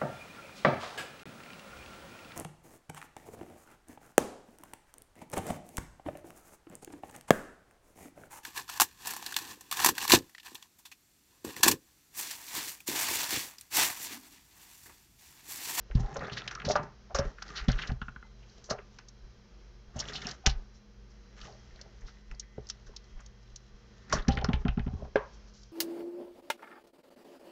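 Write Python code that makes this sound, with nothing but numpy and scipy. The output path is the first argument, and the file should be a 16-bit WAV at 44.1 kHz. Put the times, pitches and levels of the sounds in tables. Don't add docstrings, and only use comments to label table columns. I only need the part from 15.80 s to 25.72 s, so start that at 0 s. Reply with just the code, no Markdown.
import sys
import numpy as np
from scipy import signal
from scipy.fft import rfft, irfft, next_fast_len
from scipy.io import wavfile
from scipy.ndimage import uniform_filter1d, map_coordinates

SR = 44100
rng = np.random.default_rng(int(sys.argv[2]) if len(sys.argv) > 2 else 0)


def digitize_waveform(pressure):
    field = np.atleast_2d(pressure).T
    bounded = np.clip(field, -1, 1)
    quanta = np.round(bounded * 32767).astype(np.int16)
    wavfile.write(sys.argv[1], SR, quanta)


def magnitude_from_level(level_db):
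    exponent = np.asarray(level_db, float) / 20
    return 10 ** exponent


N = 437472
GRID_HZ = np.fft.rfftfreq(8192, 1 / SR)

# centre_hz, width_hz, level_db
BOWL_MODES = [(400, 57, 8), (624, 165, 2.5), (780, 122, 4.5), (895, 70, 2.5), (1051, 85, 1.5),
              (1180, 60, 3), (1352, 178, 4.5), (1650, 320, 4.5), (1860, 330, 4), (2820, 696, 0)]
# centre_hz, width_hz, level_db
FOIL_MODES = [(2830, 750, -1), (4300, 1100, -2.5), (5500, 770, 2.5), (6580, 2700, -5)]
# centre_s, peak_db, pitch_hz
HAND_PUSHES = [(0.119, -32, 40.2), (0.251, -29, 30.1), (1.355, -29.5, 51), (1.471, -28.5, 35.6),
               (1.827, -33.5, 41), (1.959, -28, 28.4), (3.450, -46, 31.2), (4.085, -44, 45),
               (4.78, -32.5, 28.1), (5.639, -40.5, 45.2), (5.940, -49, 31.8), (6.248, -35.5, 34.5),
               (6.519, -36.5, 31.2), (7.092, -41.5, 37.5), (7.366, -37, 27.3), (7.740, -48.5, 30),
               (7.943, -47, 32.8), (8.400, -28, 29.4), (8.805, -32.5, 35.5), (9.04, -38, 33)]
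RATTLE_TAPS = [
    2.216,
    2.2825,
    2.361,
    2.4265,
]

RATTLE_LOSS_DB = 4.5
ROCK_FADE_DB = 1
FOIL_RISE_MS, RIM_RISE_MS = 1.8, 0.78


def unit(x):
    return x / np.sqrt(np.mean(x ** 2) + 1e-20)


def along(points, hz):
    f, v = np.transpose(points)
    return np.interp(np.log(hz + 1), np.log(f + 1), v)


def curves(rows):
    s, *cols = np.transpose(rows)
    return [np.interp(np.arange(N) / SR, s, c, -150, -150) for c in cols]


def wobble(rate_hz):
    coarse = np.arange(0, N + 16, 16)
    knots = rng.standard_normal(int(N * rate_hz / SR) + 4)
    return np.interp(np.arange(N), coarse, map_coordinates(knots, [coarse * rate_hz / SR]))


def filtered(x, response):
    m = next_fast_len(N + SR // 2)
    return irfft(rfft(x, m) * response(np.fft.rfftfreq(m, 1 / SR)), m)[..., :N]


def resonances(modes):
    norm = np.sqrt(sum(magnitude_from_level(2 * db) * w for c, w, db in modes) * np.pi / SR)

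    def response(f):
        total = 0
        for k, (c, w, db) in enumerate(modes):
            total = total + (-1) ** k * magnitude_from_level(db) * 1j * f * w / (c * c - f * f + 1j * f * w)
        return total / norm

    return response


def ring(hz, t60_s, attack_s):
    t = np.arange(SR // 4) / SR
    return np.sin(2 * np.pi * hz * t) * magnitude_from_level(-60 * t / t60_s) * (1 - np.exp(-t / attack_s))


def add(track, s, sound):
    part = track[round(s * SR):][:len(sound)]
    part += sound[:len(part)]


def kitchen():
    # freq_hz, density_db
    air_spectrum = [(12, -47.5), (20, -15.5), (58, -2), (97, -22.5), (209, -15.5), (284, -27.5),
                    (385, -20.5), (729, -29), (1530, -29.5), (2680, -34.5), (3280, -34.5), (3540, -37),
                    (5460, -32), (6210, -35.5), (8870, -57), (11500, -97), (19500, -120)]
    # pitch_hz, rms_db
    hum_tones = [(48.4, -61), (118.4, -68), (204.6, -71), (360.7, -80.5), (473.7, -79.5), (1195, -87),
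                 (1545, -86.5), (3241, -85.5), (4037, -85.5)]
    # time_s, pitch_hz, level_db
    whine_track = [(5.2, 2030, -92), (5.45, 2040, -77), (5.75, 2015, -76), (6.12, 2040, -75),
                   (6.3, 2000, -75), (6.55, 2000, -77), (6.64, 2035, -72), (6.86, 1995, -72),
                   (7.1, 1985, -84), (7.3, 2015, -76), (7.6, 2015, -77), (7.8, 1980, -76),
                   (7.95, 1975, -82), (8.25, 1970, -73), (8.5, 1970, -92)]
    t = np.arange(N) / SR
    air_db = -59.5 + 1.2 * wobble(3.35)
    air = magnitude_from_level(air_db) * unit(filtered(rng.standard_normal(N), lambda f: magnitude_from_level(along(air_spectrum, f))))
    hum = np.zeros(N)
    for hz, db in hum_tones:
        level = magnitude_from_level(db + 5.0 + 2.6 * wobble(6.1))
        hum += level * np.sin(2 * np.pi * hz * t + 1.1 * wobble(5.9))
    whine_hz, whine_db = curves(whine_track)
    turn = 2 * np.pi * np.cumsum(whine_hz + 8 * wobble(40)) / SR
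    whine = np.zeros(N)
    for order, order_db in [(11, -1), (12, 0), (13, -10)]:
        whine += magnitude_from_level(whine_db + order_db + 2.5 * wobble(15)) * np.sin(order / 12 * turn)
    return air + hum + whine


def room(x):
    # freq_hz, t60_s
    decay = [(100, 0.069), (1000, 0.3), (3000, 0.17), (8000, 0.037)]
    hz, t, z = signal.stft(rng.standard_normal(SR // 2), SR, nperseg=256)
    tail = signal.istft(z * magnitude_from_level(-60 * t / along(decay, hz)[:, None]), SR, nperseg=256)[1]
    return signal.fftconvolve(np.pad(x, (200, 0)), tail / np.linalg.norm(tail))[:N]


def pushes():
    out, t = np.zeros(N), np.arange(-SR // 10, SR // 10) / SR
    for s, db, hz in HAND_PUSHES:
        add(out, s + t[0], -magnitude_from_level(db) * np.cos(2 * np.pi * hz * t) * np.exp(-(t * hz / 0.57) ** 2))
    return out


def rocking():
    first_s, swing_s, swing_shrink = 8.687, .164, .745
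    edge_lag_s, lag_shrink = .046, .68
    blows, hits = [], []
    for k in range(5):
        s = first_s + swing_s * (1 - swing_shrink ** k) / (1 - swing_shrink)
        edge_s = s + edge_lag_s * lag_shrink ** k
        fade_db = ROCK_FADE_DB * k * k
        blows.append((s, -18.5 - fade_db, -14.5 + 0.52 * fade_db, -26 + 1.1 * fade_db))
        blows.append((edge_s + 0.001, -32.5 - 1.3 * fade_db, -6, 0.6))
        hits.append((s + 0.00093, -38.5 - 1.3 * fade_db, 1500 - 31 * k, RIM_RISE_MS, 6.5))
        hits.append((edge_s, -30 - 2.5 * fade_db, 2030 - 120 * k, RIM_RISE_MS, 5))
        hits.append((s + .006, -34 - 1.33 * fade_db, 790 - 15 * k, 4.5, 22))
    for k, s in enumerate(RATTLE_TAPS):
        blows.append((s - .001, -39 - 1.25 * RATTLE_LOSS_DB * k, -7, -11))
        hits.append((s, -38.5 - RATTLE_LOSS_DB * k, 1250, RIM_RISE_MS, 8.7))
    return blows, hits


def thumps():
    # start_s, panel_db, cabinet_re_panel_db, sway_re_panel_db
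    counter_blows = [(.1488, -26.5, 2.5, -3), (0.199, -36, 2, -2.5), (0.379, -46, -13, -3),
                     (0.424, -51, 0, -14), (0.518, -49, 4, -19), (0.864, -30.5, -6.5, -15.5),
                     (.956, -42, -12, -10.5), (1.389, -31, -4.5, -10), (1.881, -19, -7, -12.5),
                     (2.089, -42, -1, 3.5), (2.113, -33.5, -1.5, -11), (2.908, -34.5, -8, -19),
                     (4.157, -38, -5.5, -11), (4.452, -36.5, -31, -26), (4.666, -31.5, -0.5, 2.5),
                     (6.514, -56, -3, -11), (6.777, -42, -3.5, -11), (8.332, -41.5, -2.5, 1.5),
                     (8.482, -15, -15, -16), (8.572, -34.5, -4, -4.5), (8.636, -41, 5, -0.5),
                     (9.224, -43, -4.5, -3.5), (9.355, -36, -9.5, -25)]
    out = np.zeros(N)
    for s, db, cabinet_db, sway_db in counter_blows + rocking()[0]:
        detune = 1 + .015 * rng.standard_normal(3)
        sway_hz = 55.9 * np.exp(0.12 * rng.standard_normal())
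        panel = ring(232 * detune[0], 0.065, attack_s=0.0034)
        panel += 0.9 * ring(190 * detune[1], 0.055, attack_s=0.003)
        panel += 2 * ring(415 * detune[2], .07, attack_s=.003)
        cabinet = ring(124 * detune[2], 0.17, attack_s=0.0038)
        cabinet += 0.61 * ring(88 * detune[0], 0.12, attack_s=0.00064)
        sway = ring(sway_hz, 0.2, attack_s=0.00057) + .35 * ring(31, .4, attack_s=.01)
        add(out, s, magnitude_from_level(db + 4.5) * panel)
        add(out, s + 0.0022, magnitude_from_level(db + cabinet_db + 6.5) * cabinet)
        add(out, s + 0.005, -magnitude_from_level(db + sway_db + 11.5) * sway)
    return filtered(out, lambda hz: 1 / np.sqrt(1 + (hz / 275) ** 12))


def strokes():
    # start_s, end_s, scrape_db, crinkle_db, drone_db
    drags = [(0.155, 0.358, -49.5, -60, -49.5), (0.411, 0.593, -39.5, -60, -47),
             (0.643, 0.804, -47.5, -62.5, -57.5), (0.848, 1.064, -47, -77, -46),
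             (1.436, 1.52, -53.5, -61, -54.5), (1.577, 1.89, -50, -60.5, -62.5),
             (1.916, 2.123, -45.5, -56.5, -54), (2.21, 3.29, -75, -70.5, -75),
             (4.182, 4.239, -43.5, -48.5, -49), (4.282, 4.511, -45, -50, -53.5),
             (5.583, 5.652, -53, -55, -62), (5.705, 8.25, -77, -71.5, -79), (8.327, 8.38, -37, -50, -45),
             (8.488, 8.766, -53.5, -75.5, -48.5), (9.127, 9.25, -75, -69.5, -55)]
    grip_db_per_s, release_db_per_s = 491.5, 338.5
    squish_s, squish_db = 0.012, (-27.5, -32.5, -24)
    squeezes = [(s, s + squish_s, *np.add(db, squish_db)) for s, db, hz in HAND_PUSHES]
    start, end, *levels = np.transpose(drags + squeezes)[:, :, None]
    t = np.arange(0, N / SR + .002, .002)
    shape_db = -grip_db_per_s * np.maximum(start - t, 0) - release_db_per_s * np.maximum(t - end, 0)
    held = curves(np.transpose([t] + [(db + shape_db).max(axis=0) for db in levels]))
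    return np.array(held) + 3 * wobble(14)


def rub():
    flecks_per_s, fleck_db = 160, 19
    scrape_db, crinkle_db, drone_db = strokes()
    clumps_db = 2 * wobble(70) + 4.5 * wobble(500)

    def grains(share):
        friction = magnitude_from_level(share * clumps_db) * rng.standard_normal(N)
        flecks = (rng.random(N) < flecks_per_s / SR) * magnitude_from_level(fleck_db) * rng.standard_normal(N)
        return unit(friction + share ** 2 * flecks)

    scrape = filtered(magnitude_from_level(scrape_db) * grains(0.89), resonances(BOWL_MODES[5:] + FOIL_MODES[:1]))
    crinkle = filtered(magnitude_from_level(crinkle_db) * grains(0.82), resonances(FOIL_MODES))
    drone = filtered(magnitude_from_level(drone_db) * grains(1.0), resonances(BOWL_MODES[:5]))
    shaking = magnitude_from_level(drone_db + 1.5 + clumps_db) * rng.standard_normal(N)
    rumble = filtered(shaking, lambda hz: resonances([(150, 140, 0)])(hz) ** 2 / 12)
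    return scrape + crinkle + drone + rumble


def contact(s, db, hz, rise_ms, fall_ms, body, sharpness, grain_db, edge_db):
    rise_s, t = max(rise_ms, .2) / 1000, np.arange(-1764, 6428) / SR
    shape = magnitude_from_level(np.where(t < 0, -9.5 * abs(t / rise_s) ** 2.34, -8000 * t / max(fall_ms, 1)))
    grains = magnitude_from_level(grain_db * np.repeat(rng.standard_normal(256), 32)) * rng.standard_normal(len(t))
    grains[t == 0] += 7 * (3000 / hz) ** 1.02 / max(rise_ms, .5)
    band = resonances([(hz, hz / sharpness, 0)])(GRID_HZ) ** 2
    sound = irfft(rfft(shape * grains) * body * band)
    sound /= np.sqrt(uniform_filter1d(sound ** 2, size=256).max())
    edge_band = resonances([(2.1 * hz, 1.4 * hz, 0)])(GRID_HZ) ** 2
    edge = irfft(rfft(grains * (t >= 0) * magnitude_from_level(-60 * abs(t) / 0.031)) * edge_band)
    return s + t[0], magnitude_from_level(db) * (sound + magnitude_from_level(edge_db) / max(rise_ms, .7) * edge / abs(edge).max())


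def details():
    # start_s, peak_db, pitch_hz, t60_s
    pings = [(.194, -43, 789, 0.2), (.25, -42, 820, 0.099), (.279, -46, 787, 0.17), (.31, -44, 836, 0.11),
             (.357, -36.5, 556, 0.21), (.418, -40, 517, .2), (0.776, -32.5, 1290, 0.033),
             (2.43, -62, 2050, 0.38), (2.45, -52.5, 894, 0.041), (4.64, -47, 735, .15),
             (4.668, -36, 780, 0.11), (4.664, -30, 400, 0.051), (6.779, -41, 337, 0.058),
             (8.3254, -19.5, 1101, 0.06), (8.488, -29, 790, 0.2), (8.737, -34.5, 865, 0.077),
             (8.856, -40, 787, 0.13), (0.9558, -18.5, 1180, 0.071), (1.3885, -23.5, 561, 0.17),
             (8.615, -40, 806, 0.1), (9.3572, -20, 426, 0.097), (1.348, -30, 553, 0.12),
             (9.3572, -8.5, 537, 0.026), (9.3574, -18.5, 1614, 0.03), (.8805, -23.5, 572, 0.067),
             (.8975, -21, 617, 0.064), (.955, -24, 592, .17), (.9555, -31, 863, 0.11),
             (.96, -30, 1452, 0.1), (1.3475, -25, 1150, 0.052), (2.9105, -25, 600, 0.043)]
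    # peak_s, level_db, centre_hz, fall_ms_per_8db
    creases = [(.21, -53.5, 3300, 2), (.262, -55, 4000, 2), (0.343, -45, 6800, 7), (0.444, -47, 3500, 15),
               (0.471, -48, 4500, 6), (0.499, -40, 2800, 7), (.62, -51, 3500, 1), (.64, -52.5, 4200, 5),
               (0.802, -45, 3020, 0), (2.63, -57, 2500, 6), (2.697, -56, 4500, 5), (4.152, -54, 1500, 3),
               (4.185, -45, 2800, 9), (4.193, -31, 6230, 4), (4.224, -40, 1800, 12), (4.255, -44, 3200, 2),
               (4.277, -56, 6500, 4), (4.3227, -41.5, 1830, 5), (4.3347, -36, 4300, 13),
               (4.3546, -36, 2900, 2.5), (4.379, -44.5, 3000, 7.5), (4.4187, -40.5, 1880, 8.5),
               (4.4466, -38.5, 2760, 16.5), (4.481, -41, 1500, 8.5), (4.54, -54, 5800, 11),
               (4.548, -54.5, 1300, 3), (8.302, -45.5, 1890, 8), (8.384, -42, 3200, 11),
               (8.423, -48, 3970, 7), (8.45, -43.5, 1300, 6), (8.473, -46, 1500, 13),
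               (8.505, -40, 3000, 13), (8.553, -46, 4500, 2), (8.589, -40, 3500, 2.5), (8.69, -44, 3300, 4),
               (8.755, -54, 3770, 4), (.394, -46, 4000, 2)]
    # peak_s, level_db, centre_hz, fall_ms_per_8db
    squishes = [(5.575, -60, 1640, -2), (5.593, -54, 1890, 0), (5.725, -54.5, 4470, 4),
                (5.752, -53, 552, 8), (5.907, -58, 1860, 15), (5.958, -57, 616, 19), (5.96, -53.5, 4000, 2),
                (5.993, -51.5, 1680, 17), (6.011, -51, 557, 13), (6.21, -59, 6500, 9), (6.22, -58, 2000, 9),
                (6.37, -59, 1850, 5), (6.515, -54.5, 5500, 4), (6.546, -60, 1630, -1),
                (6.549, -54.5, 5000, 2), (6.63, -57, 1900, 9), (6.87, -47.5, 5100, 5.5),
                (6.908, -56, 3000, 6), (7.069, -54.5, 1500, 8), (7.138, -55, 990, 7), (7.243, -58, 5200, 3),
                (7.378, -67, 501, 3), (7.405, -52.5, 6550, 4), (7.63, -63, 5500, 7)]
    # peak_s, level_db, centre_hz, fall_ms_per_8db
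    tails = [(.975, -35.5, 1000, 39), (1.586, -42, 1600, 5), (1.69, -49, 4500, 4), (4.16, -40.5, 674, 43),
             (4.33, -47.5, 750, 62), (4.46, -43.5, 713, 19), (9.369, -39, 1900, 31.5),
             (9.37, -33.5, 990, 39), (1.93, -39, 3000, 4), (8.6, -55, 2600, 11), (9.362, -37.5, 3040, 7.5),
             (5.3, -61.5, 5500, 57)]
    # start_s, peak_db, pitch_hz
    hard_clicks = [(4.6634, 1.5, 4900), (4.6601, -12, 2600), (.6778, -17.5, 3900), (2.2165, -27.5, 2100),
                   (8.3252, -22, 2300), (1.3474, -30, 2100), (0.62, -27, 3000), (.909, -19, 2200)]
    click_cycles = 5.7
    out, plain = np.zeros(N), np.ones_like(GRID_HZ)
    taps, sprays, edge_clicks = [], [], []
    for k, s in enumerate(RATTLE_TAPS):
        taps.append((s + .0008, -27 - 1.2 * k * k, 1437 * (1 + .02 * rng.standard_normal()), .022))
        sprays.append((s + 0.00086, -41.5 - 1.9 * RATTLE_LOSS_DB * k, 2900 - 400 * k, 6))
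    for k, hit in enumerate(rocking()[1][1:15:3]):
        fade_db = ROCK_FADE_DB * k * k
        sprays.append((hit[0] + .0015, -36.5 - 3.2 * fade_db, 3140 - 300 * k, 11))
        edge_clicks.append((hit[0], -24 - 2.8 * fade_db, 2600))
    for s, db, hz, t60_s in pings + taps:
        add(out, s, magnitude_from_level(db) * ring(hz, t60_s, attack_s=.0007))
    for s, db, hz, fall_ms in creases + squishes + tails + sprays:
        add(out, *contact(s, db - 4.5, hz, FOIL_RISE_MS, fall_ms, plain,
                          sharpness=2.8, grain_db=3.5, edge_db=-26))
    for s, db, hz in hard_clicks + edge_clicks:
        add(out, s, -magnitude_from_level(db) * ring(hz, click_cycles / hz, attack_s=.00003))
    return out


def contacts():
    # peak_s, level_db, centre_hz, fall_ms_per_8db
    snaps = [(.1514, -44, 3630, 6), (.368, -39, 5500, 4.5), (.6787, -32.5, 3820, 3.5),
             (.7126, -42, 5270, 9), (.752, -37.5, 5170, 2.5), (.8506, -34, 4150, 16),
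             (.889, -31.5, 5240, 14.5), (1.348, -29.5, 5700, 13.5), (1.3877, -28, 5030, 7),
             (1.625, -36, 4630, 3.5), (1.8843, -32.5, 3670, 15.5), (1.9183, -34.5, 5200, 2.5),
             (2.074, -39, 4300, 7.5), (2.8417, -47, 6440, 19), (4.286, -36, 3130, 4.5),
             (4.4694, -30.5, 5000, 4), (4.5132, -35.5, 5170, 2.5), (4.6645, -18, 5700, 6.5),
             (8.327, -24.5, 5760, 14), (8.4839, -29.5, 4800, 4), (8.6447, -29, 4630, 4),
             (4.6645, -22, 3160, 7)]
    # peak_s, level_db, centre_hz, fall_ms_per_8db
    clacks = [(.112, -45.5, 1700, 5.5), (.3584, -33.5, 1080, 15), (.57, -33.5, 1940, 27.5),
              (.6779, -34, 2200, -6), (.711, -36, 1480, 16), (.7532, -35.5, 1390, 7.5),
              (.8003, -38, 1900, 7), (.8189, -38, 1870, 6.5), (.853, -38.5, 1900, 10),
              (.9552, -20.5, 1065, 15), (1.3473, -31.5, 1280, 61), (1.385, -31.5, 1250, 20),
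              (1.6209, -36.5, 1360, 9), (1.8836, -32.5, 1650, 33), (1.9888, -32.5, 1720, 7),
              (3.1864, -45.5, 1660, 10), (4.665, -23, 1930, 5.5), (6.513, -44, 2050, 3),
              (6.8977, -46, 1430, 4.5), (8.3257, -21.5, 1200, 10), (8.4816, -32, 1630, 14),
              (8.5725, -28.5, 1800, 7), (8.6444, -27.5, 1220, 7), (9.3579, -30, 2050, 5.5)]
    # peak_s, level_db, centre_hz, fall_ms_per_8db
    knocks = [(.1, -45.5, 490, 10), (.42, -38.5, 583, 41.5), (.884, -32, 560, 3), (.8985, -21.5, 666, 21.5),
              (1.3498, -29, 595, 28), (1.39, -29.5, 576, 20), (1.8857, -30.5, 584, 8.5),
              (6.779, -33.5, 460, 7.5), (7.0929, -49, 415, -1), (8.6432, -31.5, 500, 2),
              (9.2206, -38, 594, 16), (9.359, -27.5, 804, 7)]
    # peak_s, level_db, centre_hz
    pan_ticks = [(1.681, -47.5, 4500), (2.119, -48.5, 3880), (3.1876, -46.5, 5200), (3.286, -45.5, 5930),
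                 (5.615, -43.5, 3680), (6.0143, -41, 5200), (6.598, -31.5, 6700), (6.89, -41, 6100),
                 (6.9, -29, 5270), (7.1646, -37, 5070), (7.462, -47.5, 5970), (7.761, -38.5, 6600),
                 (8.299, -47, 5600), (8.614, -44, 3000), (9.833, -51, 5250)]
    # peak_s, level_db, centre_hz, length_ms
    rustles = [(0.205, -47.5, 6400, 18), (0.5334, -37.5, 3750, 29), (0.581, -34.5, 4000, 27),
               (0.917, -28.5, 5040, 21), (0.963, -34.5, 5000, 11), (1.034, -52, 5500, 11),
               (1.776, -33.5, 4000, 36), (1.998, -40, 3300, 35), (2.0253, -34.5, 2950, 16),
               (2.72, -63, 5500, 170), (2.908, -28.5, 5500, 16), (4.96, -59.5, 5500, 44),
               (5.701, -59, 5240, 240), (4.167, -47, 7000, 12), (4.204, -27, 5200, 13),
               (4.363, -32, 3730, 19), (4.421, -39.5, 3730, 10), (4.491, -37, 4630, 8.9),
               (4.7, -32.5, 4300, 23), (6.284, -52, 4400, 49), (7.071, -56, 5500, 19),
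               (8.525, -38.5, 3580, 26), (9.545, -59, 5900, 39), (9.69, -58, 5260, 33),
               (9.776, -56.5, 5500, 150)]
    # peak_s, level_db, centre_hz, length_ms
    bumps = [(.26, -52, 885, 85), (.3695, -32.5, 543, 31), (0.421, -46, 1210, 9.1), (.975, -32.5, 845, 48),
             (1.3094, -41.5, 700, 24), (1.7843, -36.5, 1710, 58), (2.029, -34, 1860, 34),
             (2.0937, -39.5, 1530, 13), (2.1007, -39, 690, 17), (2.9106, -31.5, 1110, 32),
             (2.915, -31, 600, 41), (2.988, -42, 440, 8.1), (2.988, -43.5, 1350, 15), (4.2, -45, 780, 19),
             (4.6719, -30.5, 780, 37), (5.69, -47, 620, 70), (6.06, -52.5, 617, 33),
             (6.285, -50.5, 1500, 19), (7.399, -52, 1310, 16), (8.333, -23.5, 580, 12),
             (8.4934, -31, 700, 22), (8.583, -35.5, 660, 17), (8.6223, -31.5, 704, 15),
             (9.25, -48, 780, 13)]
    out = np.zeros(N)
    bowl = resonances(BOWL_MODES)(GRID_HZ)
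    foil = resonances([(1500, 1500, -12)] + FOIL_MODES)(GRID_HZ)
    rows = []
    for group, rise_ms in [(snaps, FOIL_RISE_MS), (clacks, RIM_RISE_MS), (knocks, 1.74)]:
        rows += [(s, db, hz, rise_ms, fall_ms) for s, db, hz, fall_ms in group]
    rows += [(s, db, hz, FOIL_RISE_MS, 3.8) for s, db, hz in pan_ticks]
    rows += [(s, db, hz, 0.5 * ms, 0.5 * ms) for s, db, hz, ms in rustles + bumps]
    for row in rows + rocking()[1]:
        hz = row[2]
        if hz > 2700:
            add(out, *contact(*row, foil, sharpness=1.41, grain_db=2.0, edge_db=-24.5))
        elif hz > 1000:
            add(out, *contact(*row, bowl, sharpness=1.18, grain_db=6, edge_db=-5.5))
        else:
            add(out, *contact(*row, bowl, sharpness=1.72, grain_db=3.0, edge_db=-15))
    return magnitude_from_level(-3.5) * out


def scene():
    near = contacts() + rub() + details()
    solid = thumps() + pushes() + kitchen()
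    return (near + magnitude_from_level(-17.0) * room(near) + solid)[None]


def band_limit(x):
    return signal.sosfilt(signal.butter(12, 15600, fs=SR, output="sos"), x)


def record(dry):
    # freq_hz, gain_db
    mic_response = [(20, 1.5), (6500, -1), (7400, -6.5), (8000, -19), (9000, -20), (9400, -81.5)]
    heard = filtered(dry, lambda hz: magnitude_from_level(along(mic_response, hz)))
    mix = heard + magnitude_from_level(-94.0) * rng.standard_normal(dry.shape)
    return band_limit(mix)


dry = scene()
out = record(dry)
digitize_waveform(out)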